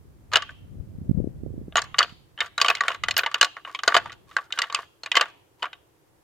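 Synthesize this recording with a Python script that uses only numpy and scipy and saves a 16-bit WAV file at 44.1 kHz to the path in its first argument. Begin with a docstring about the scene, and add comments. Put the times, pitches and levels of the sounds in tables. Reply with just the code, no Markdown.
"""In a wood, an arm's length from a two-port microphone, a pair of antlers is clacked and ground by hand.
A faint far hum and the microphone's hiss lie under a gust that buffets each port separately.
Each contact rings the bone's butts, beams, tines and tips, then rebounds softly; slides scrape and squeak.
Bone is noise forces through modes plus decaying sines; the trees answer with a thin, decaying noise tail."""
import sys
import numpy as np
from scipy import signal
from scipy.fft import rfft, irfft, next_fast_len
from scipy.io import wavfile
from scipy.ndimage import map_coordinates

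SR = 44100
rng = np.random.default_rng(int(sys.argv[2]) if len(sys.argv) > 2 else 0)


def digitize_waveform(pressure):
    """Quantize a signal to 16-bit integers and store it at the path in sys.argv[1].

    Rows of a 2-D input are taken as channels; values are limited to [-1, 1].
    """
    field = np.atleast_2d(pressure).T
    bounded = np.clip(field, -1, 1)
    quanta = np.round(bounded * 32767).astype(np.int16)
    wavfile.write(sys.argv[1], SR, quanta)


N = 274787


def amp(db):
    """Decibels to amplitude."""
    return 10 ** (np.asarray(db) / 20)


def unit(x):
    """Scale to an RMS of 1 along the last axis."""
    return x / np.sqrt(np.mean(x ** 2, axis=-1, keepdims=True) + 1e-20)


def along(points, hz):
    """Read (f/Hz, value) points on a log frequency axis."""
    f, v = np.transpose(points)
    return np.interp(np.log(hz + 1), np.log(f + 1), v)


def wobble(rate):
    """A smooth random curve for each channel, rate knots a second."""
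    knots = rng.standard_normal((2, int(N * rate / SR) + 4))
    return np.array([map_coordinates(k, [np.arange(N) * rate / SR]) for k in knots])


def filtered(x, response):
    """x times a response of frequency."""
    m = next_fast_len(N + SR // 2)
    return irfft(rfft(x, m) * response(np.fft.rfftfreq(m, 1 / SR)), m)[..., :N]


# Colour of the far hum and hiss: f/Hz, relative density level/dB per Hz
FAR_COLOUR = [(15, -52.5), (25, -26), (128, -7.5), (226, -25.5), (313, -5.5), (669, -17), (766, -16),
              (2820, -28), (3910, -30.5), (14800, -32.5), (16500, -43.5)]
# How alike the two ports hear it: f/Hz, left-right correlation (1 = the same)
FAR_LIKENESS = [(60, 1), (200, 1), (400, 0.41), (800, 0.11), (1500, 0)]


def far():
    """Steady distant hum, alike at both ports, and microphone hiss, unrelated: mid and side noise."""
    def response(hz):
        turn = np.arccos(np.clip(along(FAR_LIKENESS, hz), -1, 1)) / 2
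        return amp(along(FAR_COLOUR, hz)) * [np.cos(turn), np.sin(turn)]

    mid, side = filtered(rng.standard_normal((2, N)), response)
    return amp(-63.0) * unit(np.array([mid + side, mid - side]))


# Course of the gust: t/s, buffet level/dB before the layer gains, left over right/dB
GUST_COURSE = [(0, -50.5, -1), (.55, -50, -3.5), (.8, -41, 9.5), (0.929, -42.5, -11), (1.05, -40, 0),
               (1.2, -32, 18), (1.4, -41.5, 0), (1.47, -35, -8.5), (1.62, -38, 3), (1.75, -46, -4),
               (2.3, -60, -3), (2.901, -61, -2), (3.1, -43.5, 2), (3.3, -67, -9), (3.902, -69.5, 5.5),
               (3.999, -50, 1), (4.6, -72, 1), (6.23, -70.5, -3.5)]
# Colour of the buffeting: f/Hz, relative density level/dB per Hz
BUFFET_COLOUR = [(12, -41), (20, -12.5), (91, 1), (169, -6.5), (464, -23.5), (642, -29), (905, -47),
                 (1500, -66), (1950, -92.5), (3300, -120)]
# Large eddies hitting a port: t/s, port (0 left, 1 right), level/dB of the bump without its crest,
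# f/Hz setting the bump's speed
EDDIES = [(0.8026, 0, -21, 69), (0.987, 0, -23.5, 149), (1.0181, 1, -23.5, 162), (1.096, 1, -7, 160.6),
          (1.1133, 1, -6, 165), (1.1503, 0, -16.5, 136), (1.1767, 0, -8, 143), (1.195, 0, -15, 73),
          (1.2026, 0, -14.5, 260), (1.2441, 0, -14, 215), (1.2742, 0, -15, 232), (1.436, 1, -21, 220),
          (1.505, 1, -30, 260), (1.541, 0, -26, 200), (1.542, 1, -30, 230), (1.683, 1, -27, 260),
          (1.464, 1, -24, 315), (1.5806, 1, -21.5, 209), (1.6164, 1, -27, 227), (1.6829, 0, -29, 190),
          (2.126, 1, -34.5, 167)]


def wind():
    """Turbulence, unrelated at the two ports: a rumble, a patter of small eddies and single large ones."""
    s, db, pan_db = np.transpose(GUST_COURSE)
    t = np.arange(N) / SR
    left = np.interp(t, s, db + pan_db / 2)
    right = np.interp(t, s, db - pan_db / 2)
    level = amp(np.array([left, right]))
    colour = lambda hz: amp(along(BUFFET_COLOUR, hz))
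    rumble = unit(filtered(rng.standard_normal((2, N)), colour) * amp(1.9 * wobble(25)))
    hits = rng.random((2, N)) < 70 / SR  # about 70 small eddies a second at each port
    size = rng.standard_normal((2, N)) * amp(1.2 * rng.exponential(size=(2, N)))
    patter = unit(filtered(hits * size, colour))
    out = level * (amp(-1.5) * rumble + amp(-8) * patter)

    u = np.arange(-1200, 1200) / SR
    crest = (1 - (u / 0.00057) ** 2) * np.exp(-(u / 0.00061) ** 2 / 2)
    for s, port, db, hz in EDDIES:
        v = u * hz * 4.23
        bump = (1 - v * v) * np.exp(-v * v / 2)  # one swing between two opposite ones
        sharp = 0.18 * (hz / 200) ** 2.7  # small fast eddies have the sharper crest
        thump = rng.choice([-1, 1]) * amp(db) * (bump + sharp * crest)
        out[round(port), round(s * SR) - 1200:][:2400] += thump
    return out


def contact_shapes(t):
    """Pressure of a blow, a skid and a fading drag, for butt, beam, tine, tip and crack in turn."""
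    def shape(blow_t60, skid_db, skid_t60, drag_db, drag_t60):
        blow = amp(-60 * t / blow_t60)
        skid = amp(skid_db - 60 * t / skid_t60)
        drag = amp(drag_db - 60 * t / drag_t60)
        return (1 - np.exp(-t / .0002)) * (blow + skid + drag)

    low = shape(0.0037, -11.0, 0.065, -26.5, 0.15)
    tine = shape(0.0058, -9.5, 0.05, -23, 0.047)
    tip = shape(0.011, -11.0, 0.038, -20.5, 0.053)
    crack = shape(0.0032, -13.0, 0.029, -28.5, .12)
    return np.array([low, low, tine, tip, crack])


# Contacts: t/s, tine level/dB, beam over tine/dB, tip over tine/dB, then f/Hz of each mode that rings out;
# levels drive the parts before their own gains
CONTACT_ROWS = [(0.317, -34.5, 3.5, -10, 1180), (0.326, -37, 14, -1.5, 1194),
                (0.3341, -14.5, 0, -5.5, 1225, 1610), (0.3411, -20.5, -3, -26, 1176),
                (0.3564, -7.5, 0.5, -6, 2890, 1167, 1610), (0.3688, -22.5, 2, -0.5, 1650),
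                (0.4211, -28, 2, -6.5, 2930), (0.4916, -45, 13.5, -14, 1530), (1.7233, -44.5, 1, -22, 649),
                (1.7561, -13, 1.5, -9, 2927, 1420, 690), (1.769, -17, 2.5, -2, 2945, 6700),
                (1.7801, -18.5, -1, -14, 1108), (1.7896, -31.5, 7.5, 1.5, 1200),
                (1.8179, -35.5, 5, 11, 1750), (1.8401, -48.5, 2, 13.5, 1140), (1.943, -30.5, 5, -26, 1164),
                (1.9839, -13.5, -2.5, -7, 2925), (1.9888, -9.5, -3.5, 0, 2920, 4560),
                (2.0052, -22, 12.5, -14.5, 1217), (2.0195, -38, 14, -4.5, 1440),
                (2.0277, -18, -4, -4.5, 3300, 4450), (2.0936, -44, -5, -15, 2950),
                (2.3767, -41.5, 10, -21.5, 2970), (2.3883, -40, 10.5, -12, 3140),
                (2.4048, -11.5, -9.5, -10, 3670, 1787, 2153), (2.415, -36, 11, -18, 1216),
                (2.4441, -34, 3.5, -20.5, 1390), (2.4594, -37, -5, -3, 1440),
                (2.5788, -22, 3.5, -1, 3850, 1421), (2.6004, -25.5, 4, -8.5, 2940, 1540),
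                (2.6143, -11, -2.5, 1.5, 4720, 1141, 2498), (2.6459, -17.5, 1.5, -7, 1163, 3101, 2250),
                (2.6606, -21, 0.5, -5, 1152, 3015, 3725), (2.683, -15, 5.5, -9, 2875, 2509, 1475),
                (2.7008, -13, 3, -6.5, 2552, 1141), (2.7509, -24, -3, -1, 2180),
                (2.7694, -34, -5, -15, 2864, 3348), (2.7817, -35, -2.5, -18, 2050),
                (2.807, -22, 8.5, -3, 1906), (2.8355, -31, 10.5, -8, 1126), (2.8496, -36, 9, -21, 1147),
                (2.8814, -14.5, 0.5, -6.5, 1378, 1927, 2200), (2.9028, -30.5, 11, -12.5, 1070),
                (2.917, -26, -4, -12, 1170), (2.9455, -31, 3, -9.5, 1510),
                (3.0361, -16.5, -4, -9, 1228, 2013), (3.0838, -18.5, 1, -4, 1970, 3058),
                (3.109, -20, -5.5, -0.5, 4253, 2003), (3.1661, -15.5, -2.5, 0, 2842, 5168),
                (3.1776, -21, -9.5, 3, 1500), (3.1848, -22.5, 7.5, -9, 1645),
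                (3.1914, -16.5, -7.5, -3, 2420, 1809, 1453), (3.234, -22, 4.5, -14.5, 1506),
                (3.2617, -17, 0.5, -10, 926, 2972, 2056), (3.3144, -34.5, 5, -4.5, 1150),
                (3.3427, -16.5, -0.5, -4.5, 1432, 2896), (3.3785, -39, 4.5, -26.5, 1190),
                (3.4117, -4.5, -5.5, -4.5, 1647, 2896), (3.4279, -15, 0, 1.5, 1669, 4134),
                (3.445, -20, -3, 2, 1470), (3.567, -36, 7.5, -16, 1154), (3.6493, -32, 4.5, -27.5, 2915),
                (3.6746, -47.5, 18.5, -10, 1087), (3.695, -45, 12, -15, 1152),
                (3.7478, -20.5, -23.5, -14, 1077, 2283, 3252), (3.7897, -27, -9, -11, 1238, 3176),
                (3.8341, -25.5, 5, -1, 1195, 1572), (3.877, -9, 4.5, -3.5, 1480),
                (3.9022, -44.5, 16, -3, 1190), (3.9205, -31, 12, -10.5, 1505),
                (3.9432, -11.5, -3, -9, 1195, 1475), (3.95, -18.5, 10, -4.5, 1180),
                (3.965, -11.5, 2, -4, 1658, 689), (3.9728, -23.5, 3, -1, 670),
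                (4.058, -33, 7.5, -13, 937, 1184), (4.0962, -35.5, 1, -20, 1927),
                (4.1192, -38, -7, -2, 1415), (4.1261, -39.5, -10, 1, 1446), (4.3122, -43, 4, -19.5, 1260),
                (4.366, -23.5, 11.5, -4, 1576), (4.5049, -44.5, 9.5, -8, 1373),
                (4.5235, -20.5, -14, -9, 3758, 3090), (4.575, -29, 2, -20.5, 1530),
                (4.5882, -18.5, 3.5, 0, 1647, 2918, 1389), (4.618, -17.5, -7, -3, 1940),
                (4.627, -35.5, 6, -9, 1990), (4.6373, -30.5, 4, -14.5, 1735),
                (4.699, -30, 3.5, -14.5, 1129), (4.7248, -36.5, 12.5, 7, 1140),
                (4.7462, -14, -20.5, -3, 2638, 1163), (4.7587, -42.5, 19, -32, 2530),
                (4.7887, -41, 16, -10, 1090), (4.8299, -50, 12, -20, 1195), (5.0337, -31, 1.5, 0, 4260),
                (5.0601, -28, 0.5, -4, 2422, 1755), (5.1163, -14, -9.5, -10, 3101, 1981, 2455),
                (5.144, -33.5, 9.5, -25, 1610), (5.1538, -13.5, -7.5, -6, 3122, 2089, 1077),
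                (5.166, -19.5, -13, 5, 2060), (5.1693, -7.5, 0, -11, 2013, 3112, 1174),
                (5.1954, -28, 5.5, -22, 1130), (5.2104, -10, -0.5, -4.5, 1453, 1184, 2767),
                (5.234, -40, -15, -11, 1150), (5.256, -42.5, 11, -7, 1460), (5.2794, -56, 12, -10, 1163),
                (5.2996, -59, 13, -5, 1570), (5.6231, -31, 5, -16, 3030),
                (5.627, -24, 1.5, -9.5, 2939, 991), (5.64, -34, 13, -19, 1008), (5.6549, -33, 3, -10, 1427),
                (5.7303, -32.5, -5.5, -14, 3714, 3144, 1529)]
# Sharp treble snaps: t/s, level/dB of the crack's drive
SNAP_ROWS = [(2.698, -33), (3.1782, -13.5)]
# Colour of the contact's crack: f/Hz, relative density level/dB per Hz
CRACK_COLOUR = [(7000, -33), (9000, -7.5), (10000, -7.5), (12000, 4.5), (15000, 0), (17000, -7.5)]
# Bone modes, low to high: f/Hz, relative level/dB, basic t60/s
BONE_MODES = [(496, -5, 0.011), (692, 1.5, 0.036), (915, -2, .015), (1145, 5.5, 0.044), (1430, 1, 0.012),
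              (1773, -2, 0.0055), (2037, -0.5, 0.013), (2507, 0, 0.016), (2858, 2.5, 0.017),
              (3075, 2, 0.016), (3444, -3.5, 0.0075), (3770, -2.5, 0.02), (4100, 2.5, 0.0066),
              (4330, -0.5, 0.006), (4604, 1.5, 0.015), (5290, -5.5, 0.0086), (5540, -6, 0.011),
              (6100, -9.5, .01), (6640, -5, 0.0068), (7610, -10.5, 0.0072), (8350, -13.5, 0.0079)]
BUTT, BEAM, TINE, TIP = BONE_MODES[:3], BONE_MODES[3:6], BONE_MODES[6:12], BONE_MODES[12:]


def antlers():
    """Contacts, rebounds and slides push on butts, beams, tines and tips, each at its own strength."""
    t = np.arange(round(.15 * SR)) / SR
    shapes = contact_shapes(t)
    push, ring = np.zeros((5, N + SR)), np.zeros(N + SR)
    for s, db, beam_db, tip_db, *modes in [*CONTACT_ROWS, *rebounds()]:
        at = round(s * SR)
        part_db = np.array([[0.87 * beam_db], [beam_db], [0], [tip_db], [tip_db - 24]])
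        push[:, at:at + len(t)] += amp(db + part_db) * shapes
        sines = np.sin(2 * np.pi * np.outer(modes, t)).sum(0) / len(modes) ** .3
        ringing_out = amp(max(beam_db, 0, tip_db) + 1.0 - 60 * t / .035) * sines
        tine_ring = amp(-2.0) * struck(TINE, t, spread_db=4.5)
        tip_ring = amp(tip_db + 1.5) * struck(TIP, t, spread_db=10)
        onset = 1 - np.exp(-t / 0.00052)
        ring[at:at + len(t)] += amp(db) * onset * (ringing_out + tine_ring + tip_ring)
    for s, db in SNAP_ROWS:
        push[4, round(s * SR):][:len(t)] += amp(db) * shapes[4]

    slide, squeak = strokes()
    push = push[:, :N] + amp([[-14], [-5.5], [-9], [-13], [-24]]) * slide
    butt = resonate(slips(push[0], apart=.45, lumps_db=2.5), BUTT, low_hz=250, high_hz=2500)
    beam = resonate(slips(push[1], apart=0.23, lumps_db=4.5), BEAM, low_hz=530, high_hz=4000)
    tine = resonate(slips(push[2], apart=0.65, lumps_db=2.5), TINE, low_hz=920, high_hz=8200)
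    tip = resonate(slips(push[3], apart=0.91, lumps_db=2.0), TIP, low_hz=2110, high_hz=12000)
    edge = lambda hz: unit(amp(along(CRACK_COLOUR, hz)))
    crack = filtered(slips(push[4], apart=0.92, lumps_db=3.0), edge)
    grit = lambda hz: unit(1 / (1 + 1500 / (1j * hz + 1e-9)) ** 2 / (1 + 1j * hz / 8000) ** 4)
    scrape = filtered(slips(slide, apart=0.85, lumps_db=4.5), grit)  # the dry hiss of the rough surfaces
    bone = amp(-5) * butt + amp(2.0) * beam + amp(2.5) * tine + amp(3.5) * tip
    bone = bone + amp(4.0) * crack + ring[:N] + squeak + amp(-17.0) * scrape
    # the left port is a little nearer: 7 microseconds early, the right as much late
    lead = lambda hz: np.exp(2j * np.pi * hz * 7e-6 * np.array([[1], [-1]]))
    return filtered(bone, lead)


def slips(envelope, apart, lumps_db):
    """Rough bone on bone: a lumpy noise force, part common to both ports and part (apart) their own."""
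    common, own = rng.standard_normal(N), rng.standard_normal((2, N))
    noise = (common + apart * own) / np.hypot(1, apart)
    return envelope * amp(lumps_db * wobble(260)[0]) * noise


def resonate(force, modes, low_hz, high_hz):
    """A force through one part of the bone; the part radiates little outside its own range."""
    def response(f):
        peaks = 0
        for k, (hz, db, t60) in enumerate(modes):
            t60 = min(t60, 70 / hz)  # no mode outlasts 70 cycles
            damping = 1j * f * np.log(1000) / np.pi / t60
            peaks = peaks + (-1) ** k * amp(db) * 1j * f / t60 / (hz * hz - f * f + damping)
        levelled = unit(np.abs(peaks)) * np.exp(1j * np.angle(peaks))
        return levelled / (1 + low_hz / (1j * f + 1e-9)) ** 3 / (1 + 1j * f / high_hz) ** 3

    return filtered(force, response)


def struck(modes, t, spread_db):
    """Free ringing after one blow: where it lands sets every mode's strength anew; energy of one sine."""
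    hz, db, t60 = np.transpose(modes)[..., None]
    size = amp(db + spread_db * rng.standard_normal(db.shape))
    decay = amp(-60 * t / (1.2 * t60))
    return np.sum(size * decay * np.sin(2 * np.pi * hz * t), axis=0) / np.linalg.norm(size)


def rebounds():
    """Rows like the contacts: one softer, duller touch soon after each, ringing a beam mode."""
    soonest_s, mean_extra_s, loss_db, scatter_db = .007, .006, 27, 2
    s, db, beam_db = np.transpose([row[:3] for row in CONTACT_ROWS])
    wait, choice = rng.random((len(s), 2)).T
    size, beam, tip, bend = rng.standard_normal((len(s), 4)).T
    when = s + soonest_s - mean_extra_s * np.log(1 - wait)
    level = db + np.maximum(beam_db, 0) - loss_db + scatter_db * size
    beam_hz = np.array([hz for hz, _, _ in BEAM])
    mode_hz = beam_hz[(choice > .7).astype(int)] * (1 + .04 * bend)
    return np.transpose([when, level, 8.5 + 2.1 * beam, -12.5 + 6 * tip, mode_hz])


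# Sliding strokes: start t/s, end t/s, pressure level/dB before the part gains,
# squeak f/Hz at the start, squeak f/Hz at the end (both before the pitch wobble)
STROKE_ROWS = [(0.498, 0.522, -68, 1220, 1200), (1.96, 2.02, -56.5, 1300, 1480),
               (2.045, 2.136, -63.5, 1240, 1270), (2.406, 2.484, -51.5, 1180, 1230),
               (2.585, 2.788, -54.5, 1186, 1123), (2.822, 2.974, -52.5, 1150, 1170),
               (3.379, 3.396, -54, 1020, 1170), (3.65, 3.705, -58, 1130, 1150), (3.7, 3.75, -58, 990, 1130),
               (3.754, 3.798, -64, 1060, 1230), (3.831, 3.958, -54, 1160, 1170),
               (3.996, 4.095, -60.5, 1210, 1180), (4.269, 4.371, -60.5, 1150, 1180),
               (4.361, 4.475, -59.5, 1560, 1380), (4.525, 4.599, -53.5, 1600, 1400),
               (4.62, 4.699, -57.5, 1907, 1705), (4.755, 4.851, -55, 1118, 1174),
               (5.21, 5.319, -61, 1200, 1180), (5.584, 5.629, -64.5, 970, 1020)]


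def strokes():
    """One antler slides on the other: pressure swells and fades, and stick-slip squeaks at a gliding pitch."""
    t = np.arange(N) / SR
    pressure, pitch = np.zeros(N), np.zeros(N)
    for start, end, db, from_hz, to_hz in STROKE_ROWS:
        part = np.clip((t - start) / (end - start), 0, 1)
        pressure += amp(db) * np.sin(np.pi * part) ** .5
        pitch = np.where(part > 0, from_hz + (to_hz - from_hz) * part, pitch)
    pitch = pitch * (1 + 0.028 * wobble(30)[0] + 0.04 * wobble(180)[0])
    squeak_level = pressure * amp(5.2 + 3.3 * wobble(83)[0])
    return pressure, squeak_level * np.sin(2 * np.pi * np.cumsum(pitch) / SR)


def tail(decays, seconds):
    """A stereo noise tail of energy 1 a channel whose frequencies die at their own speeds."""
    noise = rng.standard_normal((2, round(seconds * SR)))
    hz, t, z = signal.stft(noise, SR, nperseg=128)
    fade = amp(-60 * t / np.abs(along(decays, hz))[:, None])
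    out = signal.istft(z * fade, SR, nperseg=128)[1]
    return out / np.linalg.norm(out, axis=1, keepdims=True)


# Decay of the wood's answer: f/Hz, t60/s
TREE_DECAY = [(300, 1), (1500, 0.4), (3000, .55), (5000, 0.45), (12000, 0.6)]
# Colour of the wood's answer: f/Hz, level/dB
TREE_COLOUR = [(1200, -3), (1900, -3), (2950, 1.5), (4500, -1), (7000, -6), (12000, -13)]


def trees(x):
    """The long, thin answer of the wood: a blurred, decaying noise tail, drawn anew every third of a second."""
    blurred = x.mean(0) * (0.3 + .9 * wobble(900)[0])
    answer, step = np.zeros((2, N + 2 * SR)), SR // 3
    for at in range(0, N, step):
        echo = signal.fftconvolve(blurred[None, at:at + step], tail(TREE_DECAY, .7), axes=1)
        answer[:, at + 700:][:, :echo.shape[1]] += echo  # 700 samples: about 16 ms late
    return filtered(answer[:, :N], lambda hz: amp(along(TREE_COLOUR, hz)))


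def scene():
    """The antlers, the wood's answer, the wind at the ports and the far hum with hiss."""
    bone = antlers()
    return bone + amp(-22.5) * trees(bone) + wind() + far()


def record(dry):
    """The loudest blows meet the converter's soft ceiling; nothing is kept above the band limit."""
    ceiling, top_hz = 1.05, 16700
    clipped = dry / (1 + np.abs(dry / ceiling) ** 8) ** (1 / 8)
    return filtered(clipped, lambda hz: np.clip((top_hz - hz) / 300, 0, 1) ** 2)


dry = scene()
out = record(dry)
digitize_waveform(out)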